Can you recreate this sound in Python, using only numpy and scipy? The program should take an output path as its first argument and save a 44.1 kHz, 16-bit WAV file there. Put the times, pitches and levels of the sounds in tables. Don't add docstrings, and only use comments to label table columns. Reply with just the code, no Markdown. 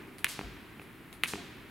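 import sys
import numpy as np
from scipy import signal
from scipy.fft import irfft
from scipy.io import wavfile

SR = 44100
rng = np.random.default_rng(int(sys.argv[2]) if len(sys.argv) > 2 else 0)


def materialize(psi):
    bounded = np.clip(np.atleast_2d(psi).T, -1, 1)
    quanta = np.round(bounded * 32767).astype(np.int16)
    wavfile.write(sys.argv[1], SR, quanta)


N = 74970

# (frequency [Hz], level [dB])
ROOM_TONE = [(20, -37), (50, -40), (100, -34.5), (200, -35), (350, -36.5), (550, -50), (1100, -46.5),
             (2300, -47), (3500, -56), (6000, -68), (8500, -66), (11000, -61.5), (15500, -63)]
# (frequency [Hz], left-right likeness [0-1])
STEREO_LIKENESS = [(40, 0.63), (200, .94), (1000, 0.85), (3000, 0.7), (5000, 0.66), (9000, 1),
                   (15000, 0.28)]
# (frequency [Hz], t60 [s])
EARLY_DECAY = [(100, 0.75), (1000, 0.39), (4000, 0.65), (9000, 0.21), (15000, 0.25)]
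TAIL_DECAY = [(100, 0.87), (400, 2.63), (2000, 3.03), (4500, 1.22), (9000, 0.46), (15000, 0.38)]

# (time [s], level [dB], settled pitch [Hz])
HEAVE_CUES = [(0.421, -36.5, 48.2), (1.376, -51, 50.7)]
# (frequency [Hz], level [dB])
RUMBLE_EQ = [(20, -28), (40, -2), (60, -3), (100, -4), (200, -19), (1000, -70)]

# (time [s], knock [dB], tap [dB], thud [dB], wall echo send [dB], hall [dB])
LANDING_CUES = [(0.3918, 1, -0.5, -37, -6, -32.5), (.7972, -12.5, -6, -44, -5, -43.5),
                (1.3361, 2, 2.5, -30.5, -8.5, -30.5)]
# (frequency [Hz], level [dB])
SOLE_EQ = [(50, -19), (150, 1.5), (350, -2.5), (520, -9.5), (750, 2.5), (1500, -4), (1900, -7), (3000, -29),
           (5000, -32), (12000, -32), (17000, -50)]
TAP_EQ = [(100, -42), (1500, -29), (1950, -18), (2450, -0.5), (2800, -7.5), (3300, -20), (4500, -35),
          (7000, -54)]
SHOE_HALL_EQ = [(40, -8), (100, -13.5), (170, -1.5), (330, 9.5), (430, -4.5), (550, -11.5), (720, -13),
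                (1000, -12), (2500, -9.5), (4000, -25), (10000, -43)]
# (frequency [Hz], level [dB], t60 [s])
BOARD_MODES = [(203, -8, 0.094), (308, -5.5, 0.12), (400.7, -2.5, 0.079), (770, -19, 0.022)]

# (time [s], tick [dB], swish [dB])
SWING_CUES = [(.1835, -31, -44.5), (.812, -60, -51), (1.128, -31, -45.5)]
# (frequency [Hz], level [dB])
TICK_EQ = [(300, -7), (2000, -1), (4200, -3), (6500, -14), (11000, -9), (16000, -20)]
SWISH_EQ = [(500, 3.5), (2500, -1.5), (4200, 0), (6000, -13), (8000, -8.5), (11000, 2), (13000, -11),
            (15500, -10)]

# (time [s], knock [dB], knock pitch [Hz], snap [dB], rattle [dB],
# wall echo send [dB], knock reverb [dB], snap reverb [dB], snap reverb pitch [ratio])
CRACK_CUES = [(0.2451, 15, 2075, 0.5, -22.5, -12.5, -35.5, -34, 1),
              (1.2366, 14.5, 2285, -7, -21.5, -16.5, -36.5, -33.5, 0.93)]
# (frequency [Hz], level [dB])
KNOCK_EQ = [(60, -27), (300, -15.5), (650, -21.5), (1200, -10.5), (1550, -8), (1900, -1), (2600, -1),
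            (3200, -7), (3700, -8), (4300, -18.5), (5000, -28), (8000, -84)]
SNAP_EQ = [(100, -14), (1500, -58), (4000, -6), (6500, -5.5), (9800, 1.5), (12500, -1.5), (16000, -12)]
RATTLE_EQ = [(100, -8.5), (800, -13), (1300, -7), (2200, 3), (3700, -7.5), (5500, -20), (8000, -22.5),
             (10200, -10.5), (13000, -25), (16000, -20)]
KNOCK_HALL_EQ = [(100, -15), (800, -7.5), (1500, 0), (2300, -2), (3300, -3), (5000, -22), (9000, -38)]
SNAP_HALL_EQ = [(100, -24), (1000, -12.5), (2500, -6), (4200, -1.5), (6000, -4), (7300, -3), (9500, 0.5),
                (12000, -2), (15500, -13.5)]

KNOCK_HZ = 2200
TIME = np.arange(N) / SR


def amp(db):
    return 10 ** (np.asarray(db) / 20)


def curve_at(points, hz):
    frequencies, values = np.transpose(points)
    return np.interp(np.log(hz + 1), np.log(frequencies + 1), values)


def add(mix, start_s, sound):
    part = mix[:, round(start_s * SR):][:, :sound.shape[-1]]
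    part += sound[..., :part.shape[1]]


def attack(seconds):
    return np.minimum(TIME / seconds, 1)


def decay(t60, t=TIME):
    return np.exp(-np.log(1000) * t / t60)


def mode(hz, t60):
    return np.sin(2 * np.pi * hz * TIME) * decay(t60)


def click(start_s, eq, lead_s_per_khz=0, transpose=1):
    hz = np.fft.rfftfreq(2 * N, 1 / SR)
    arrival_s = start_s - lead_s_per_khz * (hz < 5000) * (hz - KNOCK_HZ) / 1000
    phase = 2 * np.pi * np.cumsum(arrival_s) * hz[1]
    magnitude = amp(curve_at(eq, hz / transpose))
    return irfft(1j * magnitude * np.exp(-1j * phase))[:N]


def wash(eq, t60=None, size=512, top_hz=15900):
    hop = size // 4
    hz = np.fft.rfftfreq(size, 1 / SR)
    frame_s = np.arange(N // hop + 2)[:, None] * hop / SR
    noise = rng.standard_normal((2, N + size))
    bands = signal.stft(noise, nperseg=size, noverlap=size - hop)[2]
    mid, side = bands.transpose(0, 2, 1)[:, :len(frame_s)]
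    likeness = np.clip(curve_at(STEREO_LIKENESS, hz), 0, 1)
    mid, side = mid * np.sqrt((1 + likeness) / 2), side * np.sqrt((1 - likeness) / 2)
    stereo = np.array([mid + side, mid - side]) * amp(curve_at(eq, hz)) * (hz < top_hz)
    if t60 is not None:
        stereo *= decay(t60 if np.isscalar(t60) else curve_at(t60, hz), frame_s)
    return signal.istft(stereo.transpose(0, 2, 1), nperseg=size, noverlap=size - hop)[1][:, :N]


def room_tone():
    air = wash(ROOM_TONE, size=2048) * amp([[0.14], [-0.14]])
    return air + amp(-33) * wash(SHOE_HALL_EQ, t60=0.94)


def hall_bloom(eq, transpose=1):
    eq = [(hz * transpose, db) for hz, db in eq]
    return attack(0.014) * (wash(eq, EARLY_DECAY) + amp(-6) * wash(eq, TAIL_DECAY))


def floor_heaves():
    out = np.zeros((2, N))
    sag = 1 + 0.94 / (1 + TIME / 0.021)
    for start_s, db, hz in HEAVE_CUES:
        boom = mode(hz * sag, t60=0.37) * amp([[1], [-1]])
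        rumble = amp(15) * wash(RUMBLE_EQ, t60=0.7, size=2048)
        add(out, start_s, amp(db) * attack(0.027) * (boom + rumble))
    return out


def shoe_landings():
    lead_s_per_khz, echo_s, predelay_s = 0.00058, 0.0203, 0.036
    out = np.zeros((2, N))
    boards = sum(amp(db) * mode(hz, t60) for hz, db, t60 in BOARD_MODES)
    hall_ring = amp(-9) * attack(0.013) * mode(hz=701, t60=0.1)
    for start_s, knock_db, tap_db, thud_db, echo_db, hall_db in LANDING_CUES:
        knock = amp(knock_db) * click(start_s, SOLE_EQ, lead_s_per_khz)
        tap = amp(tap_db) * click(start_s, TAP_EQ, lead_s_per_khz)
        thud = amp(thud_db) * boards
        out += knock + tap
        add(out, start_s, thud)
        add(out, echo_s, amp(echo_db) * (knock + tap))
        add(out, start_s + echo_s, amp(echo_db + 1) * thud)
        add(out, start_s + predelay_s, amp(hall_db) * (hall_bloom(SHOE_HALL_EQ) + hall_ring))
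    return out


def rope_swings():
    out = np.zeros((2, N))
    for start_s, tick_db, swish_db in SWING_CUES:
        add(out, start_s, amp(tick_db) * wash(TICK_EQ) * decay(t60=0.011))
        add(out, start_s, amp(swish_db) * attack(0.0068) * wash(SWISH_EQ, t60=0.17))
    return out


def rope_cracks():
    lead_s_per_khz, echo_s, predelay_s = 0.00034, 0.0226, 0.033
    bounces, bounce_span_s = 14, 0.076
    out = np.zeros((2, N))
    for (start_s, knock_db, knock_hz, snap_db, rattle_db,
         echo_db, knock_hall_db, snap_hall_db, snap_hall_pitch) in CRACK_CUES:
        knock = amp(knock_db) * click(start_s, KNOCK_EQ, lead_s_per_khz, transpose=knock_hz / KNOCK_HZ)
        snap = amp(snap_db) * click(start_s, SNAP_EQ)
        out += knock + snap
        add(out, echo_s, amp(echo_db) * (knock + amp(-17.5) * snap))
        add(out, start_s, amp(rattle_db) * attack(0.00068) * wash(RATTLE_EQ, t60=0.14))
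        knock_reverb = amp(knock_hall_db) * hall_bloom(KNOCK_HALL_EQ)
        snap_reverb = amp(snap_hall_db) * hall_bloom(SNAP_HALL_EQ, snap_hall_pitch)
        add(out, start_s + predelay_s, knock_reverb + snap_reverb)
        bounce = amp(snap_hall_db + 6.5) * click(start_s + predelay_s, SNAP_HALL_EQ)
        for delay_s, gain in zip(bounce_span_s * rng.random(bounces), rng.standard_normal(bounces)):
            add(out, delay_s, gain * bounce)
    return out


def scene():
    return rope_cracks() + shoe_landings() + floor_heaves() + rope_swings() + room_tone()


def record(dry):
    low_cut = signal.butter(4, 31, "high", fs=SR, output="sos")
    high_cut = signal.firwin(255, 16700, window=("kaiser", 9), fs=SR)
    return signal.oaconvolve(signal.sosfilt(low_cut, dry), high_cut[None], "same")


dry = scene()
out = record(dry)
materialize(out)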